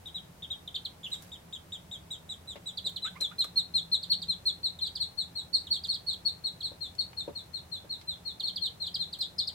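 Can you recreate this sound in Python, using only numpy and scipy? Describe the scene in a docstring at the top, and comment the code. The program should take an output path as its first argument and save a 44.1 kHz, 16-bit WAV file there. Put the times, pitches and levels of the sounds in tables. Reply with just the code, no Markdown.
"""Ducklings clamber over two kittens on the floor of a small room, close to a stereo microphone.
From the start an appliance hums and one duckling peeps evenly in arched whistles. Another soon cuts in
with falling chips, mostly in twos and threes; claws and bills tick, and down rustles on fur.
From 2.5 s feet bump the floor, and at 3 s a kitten squeaks faintly. The peeps are loudest near 4 s, then
more reverberant as the duckling turns away. A low rumble swells just before the hardest bump, at 7.3 s."""
import sys
import numpy as np
from scipy import signal
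from scipy.fft import rfft, irfft
from scipy.io import wavfile

SR = 44100
rng = np.random.default_rng(int(sys.argv[2]) if len(sys.argv) > 2 else 0)


def master_out(mix):
    """Clip the mix to full scale and print it as 16-bit PCM to the path in sys.argv[1]."""
    frames = np.transpose(np.atleast_2d(mix))
    ceiling = np.clip(frames, -1, 1)
    pcm = np.round(ceiling * 32767).astype(np.int16)
    wavfile.write(sys.argv[1], SR, pcm)


N = 420713
TIME = np.arange(N) / SR
BIN_HZ = np.maximum(np.arange(N // 2 + 1) * SR / N, 1)


def undb(db):
    """Amplitude ratio of a level in decibels."""
    return 10 ** (np.asarray(db) / 20)


def unit(x):
    """Normalisation to an rms of 1."""
    return x / np.sqrt(np.mean(x ** 2))


def add(out, start, sound):
    """Superposition: a short sound joins both channels at its start time."""
    i = max(int(start * SR), 0)
    out[:, i:i + sound.shape[-1]] += sound[..., :N - i]


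def read(table, at, outside=None):
    """Linear interpolation of a table's other columns along its first."""
    key, *columns = np.transpose(table)
    return np.squeeze([np.interp(at, key, column, outside, outside) for column in columns])


def over_hz(points):
    """Interpolation of (frequency, value) points on a logarithmic frequency axis."""
    hz, value = np.transpose(points)
    return np.interp(np.log(BIN_HZ), np.log(hz), value)


def peak(hz, width_hz):
    """Lorentzian resonance curve, with its full width at half height."""
    return 1 / (1 + (2 * (BIN_HZ - hz) / width_hz) ** 2)


def decay(t, t60):
    """Exponential damping: 60 dB down after t60 seconds."""
    return np.exp(-np.log(1000) * t / t60)


def noise(gain):
    """Spectral shaping: white noise with a given gain at each frequency."""
    return irfft(rfft(rng.standard_normal(N)) * gain, N)


def burst(t, centre_hz, t60):
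    """A damped transient of broadband noise, uncorrelated between the ears."""
    edges_hz = [centre_hz / 1.8, min(centre_hz * 1.8, SR * .45)]
    band = signal.butter(2, edges_hz, "band", fs=SR, output="sos")
    return unit(signal.sosfilt(band, rng.standard_normal((2, len(t))))) * decay(t, t60)


def waver(t, rate_hz):
    """Random modulation: a continuous wobble with a spread near 1."""
    knots = rng.standard_normal(256)
    return np.interp(t * rate_hz, np.arange(len(knots)), knots)


def room(x, wet_db):
    """Reverberation: early reflections and a diffuse tail, on paths that vary as the animals move."""
    # floor and skirting reflections: (left delay [ms], right delay [ms], gain [dB])
    echoes = [(1.9, 2.5, -5.5), (6.3, 5.7, -6), (9.4, 10.3, -8.5), (14.2, 18, -11.5)]
    t = np.arange(SR // 2) / SR
    build_up = np.clip((t - .006) / 0.009, 0, 1)
    tail = rng.standard_normal((2, len(t))) * decay(t, t60=0.21) * build_up
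    response = undb(-6.5) * unit(tail) / np.sqrt(len(t))
    for left_ms, right_ms, db in echoes:
        delay = np.array([left_ms, right_ms]) / 1000 * (1 + .03 * rng.standard_normal())
        response[[0, 1], (delay * SR).astype(int)] += undb(db)
    response *= undb(wet_db)
    response[:, 0] += 1  # the direct path
    return signal.fftconvolve(x, response, axes=1)


def air():
    """Steady room noise with the hum in it; long wavelengths reach both ears coherently."""
    # room noise: (frequency [Hz], relative spectrum level [dB])
    spectrum = [(20, -12), (45, -9), (65, 1.5), (130, 1.5), (200, -3.5), (250, -5.5), (450, -7.5),
                (850, -8.5), (1200, -13.5), (2500, -18.5), (6000, -23), (10000, -24), (15500, -27)]
    # steady peaks of the hum: (frequency [Hz], width [Hz], rise above the noise [dB])
    hum = [(84.3, 15.2, 7.5), (109, 13, 1), (542, 9.3, 1.5), (1469, 38, 0), (12200, 200, 2.5)]
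    # likeness of the two ears: (frequency [Hz], correlation [ratio])
    coherence = [(60, 1), (170, 0.92), (350, 0.32), (700, 0.11), (1500, 0.034)]
    gain = undb(over_hz(spectrum) + sum(rise_db * peak(hz, width) for hz, width, rise_db in hum))
    likeness = over_hz(coherence)
    mid = noise(gain * np.sqrt(1 + likeness))
    side = noise(gain * np.sqrt(1 - likeness))
    return undb(-54) * unit(np.array([mid + side, mid - side]))


def appliance_drone():
    """Narrowband noise beats within itself, so the appliance's low note wavers; it also swells once."""
    # bands of the note: (frequency [Hz], width [Hz])
    bands = [(165, 9.8), (182, 12)]
    # its envelope: (time [s], level [dB])
    envelope = [(0.0, -62), (4.02, -59.5), (4.2, -50), (4.5, -63.5), (9.5, -61.5)]
    note = unit(noise(sum(peak(hz, width) for hz, width in bands)))
    return note * undb(read(envelope, TIME))


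def rumble():
    """Amplitude modulation of bass noise: one soft swell, the same at both ears."""
    # the swell: (time [s], level [dB])
    envelope = [(6.55, -75), (6.67, -57), (7.0, -62), (7.15, -73)]
    return unit(noise(peak(hz=79, width_hz=30))) * undb(read(envelope, TIME, outside=-np.inf))


def scrabbling():
    """Impact and friction: claws and bills tick, and down brushes grainily against fur."""
    # small impacts: (time [s], level [dB], centre frequency [Hz])
    ticks = [(0.076, -54, 8000), (1.138, -51, 3000), (1.223, -47, 7900), (2.11, -49, 10000),
             (2.894, -45, 12000), (3.209, -35, 6300), (3.389, -42, 10000), (3.443, -39, 7000),
             (5.871, -46, 6000), (6.951, -49, 4700), (7.131, -46, 1500), (8.013, -45.5, 2960),
             (8.429, -52, 10000), (9.189, -47, 8970)]
    # envelope of the brushing: (time [s], level [dB])
    rustle = [(1.06, -71), (1.14, -56.5), (1.19, -65), (1.235, -57.5), (1.3, -66)]
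    # its spectrum: (frequency [Hz], gain [dB])
    colour = [(500, -2), (1200, 5), (6000, 2), (11000, -2), (12500, 2), (13700, -9)]
    out, t = np.zeros((2, N)), np.arange(SR // 20) / SR
    for start, db, hz in ticks:
        add(out, start, undb(db) * burst(t, hz, t60=0.025))
    grain_db = 3.5 * np.repeat(rng.standard_normal(N // 128 + 1), 128)[:N]
    brush = np.array([unit(noise(undb(over_hz(colour)))) for _ in range(2)])
    return out + brush * undb(read(rustle, TIME, outside=-np.inf) + grain_db)


def bumps():
    """Modal vibration: feet and bodies ring the floor briefly, with a thud and a scuff on contact."""
    # soft blows: (time [s], level [dB], brightness [dB])
    blows = [(2.555, -48, 3.5), (2.857, -52, -10), (3.21, -55, 9), (3.446, -53.5, 1), (6.714, -51.5, -12),
             (7.277, -38, -18), (7.845, -55, -5)]
    # floor resonances: (frequency [Hz], relative level [dB], t60 [s])
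    modes = [(299, 8, 0.033), (454, 3, 0.063), (572, 4.5, 0.092), (694, 4.5, 0.033), (914, -1, 0.058)]
    out, t = np.zeros((2, N)), np.arange(SR // 5) / SR
    attack = np.minimum(t / 0.0044, 1)
    for start, db, bright_db in blows:
        ring = sum(undb(mode_db) * np.sin(2 * np.pi * (hz * t + rng.random())) * decay(t, t60)
                   for hz, mode_db, t60 in modes)
        thud = 1.13 * burst(t, centre_hz=380, t60=0.11)
        scuff = undb(bright_db - 1.5) * burst(t, centre_hz=1850, t60=0.092)
        add(out, start, undb(db) * (ring + thud + scuff) * attack)
    return out


def kitten():
    """Phonation with pitch jitter and noise: tiny hoarse squeaks, close by and to the right."""
    # (time [s], length [s], start pitch [Hz], end pitch [Hz], level [dB], second harmonic [dB])
    squeaks = [(3.046, 0.04, 1200, 1635, -41, -12), (3.153, 0.028, 920, 1227, -49.5, -2),
               (3.31, 0.022, 1150, 1590, -49, -17), (3.442, 0.0075, 1264, 1220, -43, -33)]
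    out, ears_db = np.zeros((2, N)), np.array([[-2.5], [3.5]])
    for start, length, from_hz, to_hz, db, second_db in squeaks:
        t = np.arange(int(length * SR)) / SR
        glide_hz = from_hz + (to_hz - from_hz) * t / length
        hz = glide_hz * (1 + 0.031 * waver(t, rate_hz=877))
        phase = 2 * np.pi * np.cumsum(hz) / SR
        voice = np.sin(phase) + undb(second_db) * np.sin(2 * phase) + .5 * burst(t, 1650, t60=0.24)
        envelope = np.sqrt(np.sin(np.pi * t / length))
        add(out, start, voice * envelope * undb(db + ears_db))
    return out


def swell(share, peak_share, swell_db, fade_db):
    """A call's envelope in dB: a parabolic rise to a peak, then a linear fade."""
    rise = np.maximum(1 - share / peak_share, 0) ** 2
    fall = np.maximum(share - peak_share, 0) / (1 - peak_share)
    return -swell_db * rise - fade_db * fall


def whistle(pitch_hz, drive_db, second_db, pan_db, lag_ms, upper_db, jitter, attack_s):
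    """Source and filter: the syrinx makes a nearly pure tone; throat and bill colour its overtones."""
    # response of throat and bill: (frequency [Hz], gain [dB])
    throat = [(6000, -15), (7400, 5.5), (8400, 0), (9500, -8.5), (11000, 4), (12700, -1.5), (14000, -6.5),
              (15300, -4)]
    t = np.arange(len(pitch_hz)) / SR
    length = t[-1]
    bill_db = -5 * np.exp(-t / length / 0.18)  # the overtones come in as the bill opens
    fray = 0.36 + 1.2 * t / length  # jitter and flutter grow through the call
    hz = pitch_hz * (1 + jitter * fray * waver(t, rate_hz=894))
    lag_cycles = np.outer([0, 1], hz) * lag_ms / 1000  # the far ear hears it later
    phase = 2 * np.pi * (np.cumsum(hz) / SR - lag_cycles)
    tone = np.sin(phase)
    # the third and fourth harmonics glint only where the call is driven hardest
    for k, db in [(2, second_db), (3, upper_db + drive_db), (4, upper_db + 2 + drive_db / 2)]:
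        gain = undb(db + bill_db + read(throat, k * hz))
        tone += gain * np.sin(k * phase) * (k * hz < SR / 2)
    edges = np.clip(np.minimum(t / attack_s, (length - t) / 0.0025), 0, 1)
    flutter_db = 3 * fray * waver(t, rate_hz=302)
    ears_db = np.array([[pan_db], [-pan_db]]) / 2
    return unit(tone * edges * undb(drive_db)) * undb(flutter_db + ears_db)


def chipping_duckling():
    """Downward frequency sweeps toward one low note: the higher a chip starts, the longer it lasts."""
    # falling calls: (time [s], start pitch [Hz], relative level [dB])
    chips = [(0.674, 4004, -43.5), (.752, 4630, -39.5), (.848, 4620, -41), (2.771, 4710, -40.5),
             (2.86, 4710, -40), (2.959, 4490, -40), (3.402, 4460, -43.5), (4.026, 4910, -42),
             (4.113, 4670, -39.5), (4.216, 4900, -41.5), (4.787, 4140, -46), (4.862, 4820, -39.5),
             (4.952, 5060, -39.5), (5.667, 4090, -46.5), (5.747, 4750, -40), (5.835, 4990, -39.5),
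             (5.938, 5040, -39.5), (6.126, 4610, -41), (6.604, 4460, -42.5), (8.396, 4660, -39),
             (8.476, 4730, -37.5), (8.557, 5050, -38), (8.656, 4674, -37.5), (8.863, 4720, -37.5),
             (8.941, 5170, -36), (9.126, 4880, -40.5), (9.207, 5210, -36), (9.381, 5410, -38),
             (9.47, 5250, -39.5)]
    # the duckling wanders across: (time [s], second harmonic at source [dB], left minus right [dB])
    wandering = [(.7, -27.5, -0.5), (2.8, -26.5, -3), (4.2, -20, -2), (5.9, -21.5, -2), (8.5, -26, -2),
                 (9.4, -20, 2.5)]
    low_hz, fall_hz_per_s = 2828, 71000
    out = np.zeros((2, N))
    for start, top_hz, db in chips:
        span_hz = top_hz - low_hz
        share = np.linspace(0, 1, int(span_hz / fall_hz_per_s * SR))
        second_db, pan_db = read(wandering, start)
        hz = low_hz + span_hz * np.exp(-2.1 * share ** 1.4)
        drive_db = swell(share, peak_share=0.31, swell_db=10.5, fade_db=15.5)
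        call = whistle(hz, drive_db, second_db, pan_db,
                       lag_ms=0, upper_db=-28.5, jitter=0.022, attack_s=0.0037)
        add(out, start, room(undb(db + 1.5) * call, wet_db=-1.5))
    return out


def peeping_duckling():
    """Arched contact peeps whose direct-to-reverberant ratio falls as the duckling turns away."""
    # about 5.5 calls a second: (time [s], length [s], top pitch [Hz], level [dB])
    peeps = [(.057, 0.035, 3916, -45), (0.144, 0.045, 3980, -41), (.422, 0.033, 3774, -43),
             (0.503, 0.04, 3876, -38), (.743, 0.03, 3700, -41), (1.032, 0.044, 3560, -41.5),
             (1.115, 0.046, 3997, -39.5), (1.317, 0.05, 3804, -48.5), (1.526, 0.049, 3807, -44.5),
             (1.721, .049, 3830, -43.5), (1.913, 0.057, 3860, -43.5), (2.105, 0.057, 3930, -42.5),
             (2.291, 0.055, 3960, -43), (2.474, 0.065, 4025, -44.5), (2.658, 0.057, 4004, -41.5),
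             (2.843, .053, 4030, -38), (3.022, 0.064, 4050, -35.5), (3.204, 0.063, 4100, -34),
             (3.383, 0.061, 4215, -29.5), (3.558, 0.059, 4307, -28.5), (3.739, 0.061, 4220, -28.5),
             (3.916, 0.054, 4217, -29), (4.097, 0.051, 4446, -28), (4.281, 0.058, 4220, -33.5),
             (4.455, 0.052, 4286, -29.5), (4.631, 0.059, 4324, -32.5), (4.809, .056, 4223, -34.5),
             (4.999, 0.044, 4334, -31.5), (5.173, 0.06, 4323, -36), (5.351, 0.067, 4290, -39.5),
             (5.529, .044, 4480, -31), (5.703, 0.044, 4424, -31), (5.88, .054, 4440, -34),
             (6.064, 0.055, 4416, -33.5), (6.249, .048, 4434, -32), (6.438, 0.054, 4335, -35),
             (6.623, 0.059, 4375, -37), (6.805, 0.059, 4280, -41.5), (6.982, 0.042, 4420, -34.5),
             (7.168, 0.055, 4320, -41), (7.35, 0.051, 4344, -43.5), (7.531, 0.061, 4330, -43.5),
             (7.713, 0.062, 4260, -44), (7.892, 0.07, 4320, -43), (8.072, .067, 4170, -42),
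             (8.249, 0.066, 4333, -42), (8.426, 0.063, 4350, -37), (8.61, 0.057, 4314, -37),
             (8.799, 0.061, 4250, -39.5), (8.989, 0.055, 4210, -36.5), (9.186, 0.072, 4230, -37.5),
             (9.38, 0.06, 4324, -37)]
    # from easy to pressed; the lowest peeps rasp, the highest swell most:
    # (top pitch [Hz], opening scoop [share of pitch], swell [dB], fade [dB], jitter [share of pitch])
    effort = [(3610, 0.089, 9, 4.5, 0.047), (3820, 0.157, 2.5, 10, 0.0041), (4110, 0.052, 18, 17, 0.0083)]
    # louder peeps hold the top note longer: (level [dB], hold [share of length], peak [share of length])
    holding = [(-42, 0.2014, .3), (-30, 0.318, .37)]
    # the duckling turns and walks off: (time [s], reflection gain [dB],
    # second harmonic at source [dB], left minus right [dB], right ear lag [ms])
    turning = [(.5, 1, -27, 1.5, 0.33), (1.05, -0.5, -15.5, -1, 0.32), (2.55, -1.5, -13.5, 1, 0.31),
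               (3.4, -2.5, -24, 1.5, .28), (4.7, -0.5, -22.5, 2.5, 0.32), (5.4, 6.5, -20, .5, 0.33),
               (6.4, 6.5, -23, 1.5, 0.271), (7.1, 8, -22, 2.5, 0.28), (7.8, 11, -25.5, 0.5, 0.23),
               (9.4, 4.5, -26.5, 2, 0.33)]
    out = np.zeros((2, N))
    for start, length, top_hz, db in peeps:
        share = np.linspace(0, 1, int(length * SR))
        scoop_depth, swell_db, fade_db, jitter = read(effort, top_hz)
        hold_share, peak_share = read(holding, db)
        wet_db, second_db, pan_db, lag_ms = read(turning, start)
        # the pitch snaps up to the top note, holds it, then slides down
        scoop = scoop_depth * np.exp(-share * length / .0028)
        slide = np.maximum(share - hold_share, 0) / (1 - hold_share)
        hz = top_hz * (1 - scoop - .215 * slide ** 1.047)
        drive_db = swell(share, peak_share, swell_db, fade_db)
        call = whistle(hz, drive_db, second_db, pan_db, lag_ms,
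                       upper_db=-32.5, jitter=jitter, attack_s=0.0005)
        direct_db = db - 0.47 * wet_db  # the direct sound weakens as the room gains on it
        add(out, start, room(undb(direct_db) * call, wet_db))
    return out


def scene():
    """Superposition of the animals, their reflections and the room's background."""
    huddle = room(kitten() + bumps() + scrabbling(), wet_db=-3.5)[:, :N]
    return peeping_duckling() + chipping_duckling() + huddle + air() + appliance_drone() + rumble()


def record(dry):
    """Band limiting: the recorder's steep low-pass filter cuts the top."""
    top_hz = 15850
    return signal.sosfilt(signal.ellip(10, .2, 70, top_hz, fs=SR, output="sos"), dry)


dry = scene()
out = record(dry)
master_out(out)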